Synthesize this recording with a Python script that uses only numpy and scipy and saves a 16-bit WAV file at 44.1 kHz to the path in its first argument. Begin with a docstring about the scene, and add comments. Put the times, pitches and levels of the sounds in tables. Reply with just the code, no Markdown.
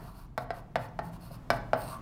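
"""Classroom: a plastic stylus writes on a large glass display.
Each touch knocks the panel, which rings briefly and booms. Between knocks the tip slides with a fine
friction hiss, judders in stick-slip and ticks as it lifts. The room answers every knock over a low
rumble, and a faint hum swells midway. A faint background hiss, like a sleeve rustling, dips early
and grows toward the end."""
import sys
import numpy as np
from scipy import signal
from scipy.fft import rfft, irfft, next_fast_len
from scipy.io import wavfile
from scipy.ndimage import uniform_filter1d

SR = 44100
rng = np.random.default_rng(int(sys.argv[2]) if len(sys.argv) > 2 else 0)


def put_to_file(sound):
    """Save the sound as 16-bit audio at rate SR, in the file named by the first command-line argument."""
    columns = np.atleast_2d(sound).T  # one column per channel
    safe = np.clip(columns, -1, 1)
    whole_steps = np.round(safe * 32767)
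    wavfile.write(sys.argv[1], SR, whole_steps.astype(np.int16))


N = 88861


def knock(pitch_hz, upper_db, hard_hz, click_db):
    """One touch: the tip snaps and pushes the glass, the panel rings, its small modes rattle."""
    # higher glass modes: freq_hz, level_db, t60_s
    glass_modes = [(1134, -12.5, 0.019), (1352, -15.5, 0.039), (1518, -14.5, .04), (1809, -21, 0.025),
                   (1890, -20, 0.017), (2156, -23, 0.012), (2900, -29, 0.022), (3790, -29, 0.031),
                   (4570, -38, 0.028), (5000, -28.5, 0.035), (8800, -29.5, 0.044)]
    # spectrum of the dense small modes: freq_hz, level_db
    rattle_spectrum = [(150, -49), (400, 12.5), (1000, 1.5), (1800, 0.5), (2700, -15.5), (3800, -6),
                       (5200, -6), (6600, -22.5), (8500, -15), (16000, -19)]
    push_s, hold_s, snap_s = 0.00011, 0.0082, 0.00036
    panel_t60_s, rattle_t60_s, click_t60_s = 0.082, 0.046, 0.035
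    radiate_hz = 454  # the panel radiates little below this
    t = np.arange(SR // 6) / SR
    push = amp(-2.5) * t / push_s * np.exp(1 - t / push_s)
    # strong for a few cycles, until the wave has spread to the frame
    hold = np.exp(-(t / hold_s) ** 6) + amp(-22)
    panel = hold * ring([(pitch_hz, -2, panel_t60_s), (829, upper_db - 2, panel_t60_s)], t)
    # mode levels vary with the place of the touch
    modes = [(hz, db - 2 * rng.standard_normal(), t60_s) for hz, db, t60_s in glass_modes]
    rattle = noise(rattle_spectrum, len(t)) * amp(-9.5 - 60 * t / rattle_t60_s)
    body = panel + one_pole(push + ring(modes, t) + rattle, hard_hz)
    body = signal.lfilter(*signal.butter(2, radiate_hz, "high", fs=SR), body)
    snap = amp(-2) * np.exp(-t / snap_s) + amp(-14 - 60 * t / click_t60_s)
    click = rng.standard_normal(len(t)) * amp(click_db) * snap
    click = one_pole(one_pole(click, 2860, "high"), 13000)
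    thud = ring([(231.5, -17.5, 0.058)], t)
    return -(body + click + thud)


def taps():
    """Each knock sounds through the room and sets off a low boom."""
    # tip touches: start_s, level_db, pitch_hz, upper_mode_rel_db, hardness_hz, click_rel_db, boom_rel_db
    touches = [(-0.15, -13, 699, -18, 1890, -26, -57), (0.378, -19, 702, -14.5, 2700, -14.5, -28),
               (0.5055, -23, 692, -9, 2120, -31, -42), (0.757, -15, 700, -12.5, 2700, -22, -28.5),
               (0.9908, -23, 693, -6.5, 1780, -50, -27.5), (1.5034, -11.5, 664, -12, 4540, -16.5, -29.5),
               (1.7330, -13.5, 665, -8.5, 1340, -44, -30.5)]
    # cabinet and room modes: freq_hz, level_db, t60_s
    boom_modes = [(41, -2, 3), (110.3, -0.5, 1.93), (126.2, 8, 0.42), (144.6, -10.5, 1.2), (163, -6.5, 1.7),
                  (262.3, -4.5, 0.66)]
    out, t = np.zeros(N), np.arange(SR) / SR
    boom = ring(boom_modes, t) * (1 - np.exp(-t / 0.0069))
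    for start_s, level_db, pitch_hz, upper_db, hard_hz, click_db, boom_db in touches:
        add(out, start_s, amp(level_db) * room(knock(pitch_hz, upper_db, hard_hz, click_db)))
        add(out, start_s, amp(level_db + boom_db) * boom)
    return out


def slides():
    """Grainy friction follows stroke speed: hiss, whistle and fizz at the tip, dull rub in the panel."""
    # tip strokes: start_s, length_s, hiss_db, rub_db, whistle_db, fizz_db
    strokes = [(-0.02, 0.16, -66, -59, -81, -73), (0.127, 0.14, -66, -59.5, -78, -72),
               (0.392, 0.057, -67, -55, -82, -71), (0.529, 0.083, -66, -56.5, -82, -80),
               (0.782, 0.094, -65.5, -53, -86, -76), (1.022, 0.085, -68, -57, -71.5, -70),
               (1.113, 0.064, -68, -55, -80, -84), (1.196, 0.11, -61.5, -59.5, -73, -70),
               (1.302, 0.068, -59.5, -57.5, -75, -74), (1.517, 0.067, -61.5, -50.5, -71, -71),
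               (1.755, 0.092, -64, -59, -69, -57), (1.774, 0.16, -56.5, -55.5, -60, -65),
               (1.868, 0.11, -61, -52, -61, -73)]
    # tip hiss spectrum: freq_hz, level_db
    hiss_spectrum = [(1500, -32), (2600, 11), (3400, -11), (4400, 12.5), (5500, -5), (7600, -18),
                     (8800, -8.5), (9500, 3), (10300, 2), (11100, 0), (12400, 3.5), (13600, -5),
                     (14600, -17), (16000, -13.5)]
    # panel rub spectrum: freq_hz, level_db
    rub_spectrum = [(200, -66), (500, -39), (650, 2), (900, 3), (1150, -1), (1500, -5), (2000, -20.5),
                    (3000, -16), (5000, -23), (7000, -22)]
    grain_db, grain_s, top_hz = 2.1, 0.00171, 15700
    out, t = np.zeros(N), np.arange(N) / SR
    hiss, rub = noise(hiss_spectrum), noise(rub_spectrum)
    whistle, fizz = band(N, hz=8720, width_hz=680), band(N, hz=14700, width_hz=1200)
    for start_s, length_s, hiss_db, rub_db, whistle_db, fizz_db in strokes:
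        progress = np.clip((t - start_s) / length_s, 0, 1)
        speed = (4 * progress * (1 - progress)) ** 0.78
        # hiss bounces between hand and glass; the path shortens, so the colour glides up
        delay_s = 0.00059 - 0.0004 * progress * length_s
        bounce = sum(0.55 ** k * np.interp(t - k * delay_s, t, hiss) for k in (1, 2))
        tip = amp(hiss_db) * (hiss + bounce) + amp(whistle_db) * whistle + amp(fizz_db) * fizz
        out += speed * (tip + amp(rub_db) * rub)
    grain = unit(uniform_filter1d(rng.standard_normal(N), round(grain_s * SR)))
    out *= amp(grain_db * grain)
    return signal.sosfilt(signal.butter(12, top_hz, fs=SR, output="sos"), out)


def judders():
    """The tip sticks and slips on the glass: short, soft, fuzzy tones."""
    # stick-slip bursts: start_s, length_s, pitch_hz, level_db
    bursts = [(0.06, 0.042, 1195, -55), (1.222, 0.022, 650, -59), (1.304, 0.016, 645, -49),
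              (1.341, 0.02, 1230, -56.5), (1.894, 0.054, 1160, -45.5)]
    out = np.zeros(N)
    for start_s, length_s, pitch_hz, level_db in bursts:
        size = round(length_s * SR)
        groan = band(SR // 4, pitch_hz, width_hz=220)[-size:]
        add(out, start_s, amp(level_db) * groan * np.hanning(size) ** 0.5)
    return out


def lifts():
    """The tip gives a tiny high tick as it leaves the glass."""
    # lift-offs: start_s, level_db
    lift_offs = [(0.266, -71), (0.603, -67), (0.886, -64), (1.61, -68)]
    rise_s = 0.0012
    out, t = np.zeros(N), np.arange(SR // 20) / SR
    envelope = t / rise_s * np.exp(1 - t / rise_s)
    for start_s, level_db in lift_offs:
        add(out, start_s, amp(level_db) * band(len(t), hz=5750, width_hz=900) * envelope)
    return out


def room(x):
    """Direct sound, two dull near echoes, quick scatter and a tail that dies faster in the treble."""
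    # reverberant tail: freq_hz, level_db, t60_s
    tail_bands = [(162, 1.5, 1), (432, -1.5, 0.58), (640, -9.5, 0.43), (880, -1, 0.57), (1300, -3, 0.41),
                  (2700, -7, 0.48), (5100, -11.5, 0.42), (9100, -13.5, 0.23), (15800, -9, 0.11)]
    # echoes off near surfaces: delay_s, gain
    echoes = [(0.0159, 0.14), (.028, 0.16)]
    build_s, scatter_rise_s, scatter_t60_s = 0.014, 0.00082, 0.064
    t = np.arange(SR) / SR
    hz, frame_s, spectra = signal.stft(rng.standard_normal(SR), SR, nperseg=256)
    t60_s = lookup(tail_bands, hz, column=2)[:, None]
    decay = amp(lookup(tail_bands, hz)[:, None] - 60 * frame_s / t60_s)
    decay *= np.sqrt(2 * np.log(1000) / (t60_s * SR))  # band energy independent of t60
    tail = signal.istft(spectra * decay, SR, nperseg=256)[1][:SR]
    tail *= 1 - np.exp(-(t / build_s) ** 2)
    scatter = one_pole(one_pole(rng.standard_normal(SR), 800, "high"), 3330)
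    scatter *= amp(-60 * t / scatter_t60_s) * np.minimum(t / scatter_rise_s, 1)
    near = one_pole(sum(gain * np.sinc((t - delay_s) * SR) for delay_s, gain in echoes), 1950)
    response = near + amp(-11.5) * scatter / np.linalg.norm(scatter) + tail
    response[0] += 1  # direct sound
    return signal.fftconvolve(x, response)[:N]


def hum():
    """A faint low tone swells and fades, its pitch drifting."""
    # hum course: time_s, pitch_hz, level_db
    course = [(0.8, 159.7, -54.5), (0.95, 161, -47), (1.08, 168.8, -42), (1.22, 169.2, -46.5),
              (1.359, 166.1, -56)]
    time_s, pitch_hz, level_db = np.transpose(course)
    t = np.arange(N) / SR
    phase = 2 * np.pi * np.cumsum(np.interp(t, time_s, pitch_hz)) / SR
    return amp(np.interp(t, time_s, level_db, left=-100, right=-100)) * np.sin(phase)


def background():
    """Steady rumble and a faint hiss, like a sleeve rustling, that dips early and grows toward the end."""
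    # background spectrum: freq_hz, level_db
    floor_spectrum = [(15, -12), (28, 0), (39, 3.5), (52, -2.5), (66, -3), (85, -10.5), (120, 0),
                      (165, -0.5), (210, -9), (300, -13.5), (450, -23), (700, -21), (1300, -28),
                      (2500, -38), (5000, -45), (9000, -49.5), (15500, -51), (16500, -60)]
    # course of the rustling hiss: time_s, gain_db
    rustle_course = [(0, 1), (0.33, -7), (0.7, -4), (1.0, -0.5), (1.42, 2), (1.7, 3), (2.0, 6)]
    floor = amp(-47.5) * noise(floor_spectrum)
    rumble = one_pole(floor, 210)
    rustle_gain = amp(np.interp(np.arange(N) / SR, *np.transpose(rustle_course)))
    return rumble + (floor - rumble) * rustle_gain


def amp(db):
    """Decibels to gain."""
    return 10 ** (np.asarray(db) / 20)


def unit(x):
    """Scale to rms 1."""
    return x / np.sqrt(np.mean(x ** 2) + 1e-20)


def lookup(table, hz, column=1):
    """Interpolate a table column over log frequency."""
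    rows = np.array(table, float)
    return np.interp(np.log(hz + 1), np.log(rows[:, 0] + 1), rows[:, column])


def add(mix, start_s, sound):
    """Mix a sound in at start_s, which may be negative."""
    at = round(start_s * SR)
    sound = sound[max(-at, 0):]
    part = mix[max(at, 0):][:len(sound)]
    part += sound[:len(part)]


def noise(spectrum, size=N):
    """Noise shaped by rows of freq_hz, level_db; rms 1."""
    n = next_fast_len(size)
    gain = amp(lookup(spectrum, np.fft.rfftfreq(n, 1 / SR)))
    return unit(irfft(rfft(rng.standard_normal(n)) * gain, n)[:size])


def band(size, hz, width_hz):
    """Noise in one resonance, rms 1."""
    edges_hz = [hz - width_hz / 2, hz + width_hz / 2]
    return unit(signal.lfilter(*signal.butter(2, edges_hz, "band", fs=SR), rng.standard_normal(size)))


def ring(modes, t):
    """Sum of decaying sines from rows of freq_hz, level_db, t60_s."""
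    return sum(amp(db - 60 * t / t60_s) * np.sin(2 * np.pi * hz * t) for hz, db, t60_s in modes)


def one_pole(x, hz, kind="low"):
    """First-order low-pass or high-pass."""
    return signal.lfilter(*signal.butter(1, hz, kind, fs=SR), x)


def scene():
    """The writing in its room, mono."""
    return (taps() + room(slides() + judders() + lifts()) + hum() + background())[None]


def record(dry):
    """Band limit at 16.6 kHz."""
    lowpass = signal.firwin(511, 16600, window=("kaiser", 9), fs=SR)
    return signal.oaconvolve(dry, lowpass[None], "same")


dry = scene()
out = record(dry)
put_to_file(out)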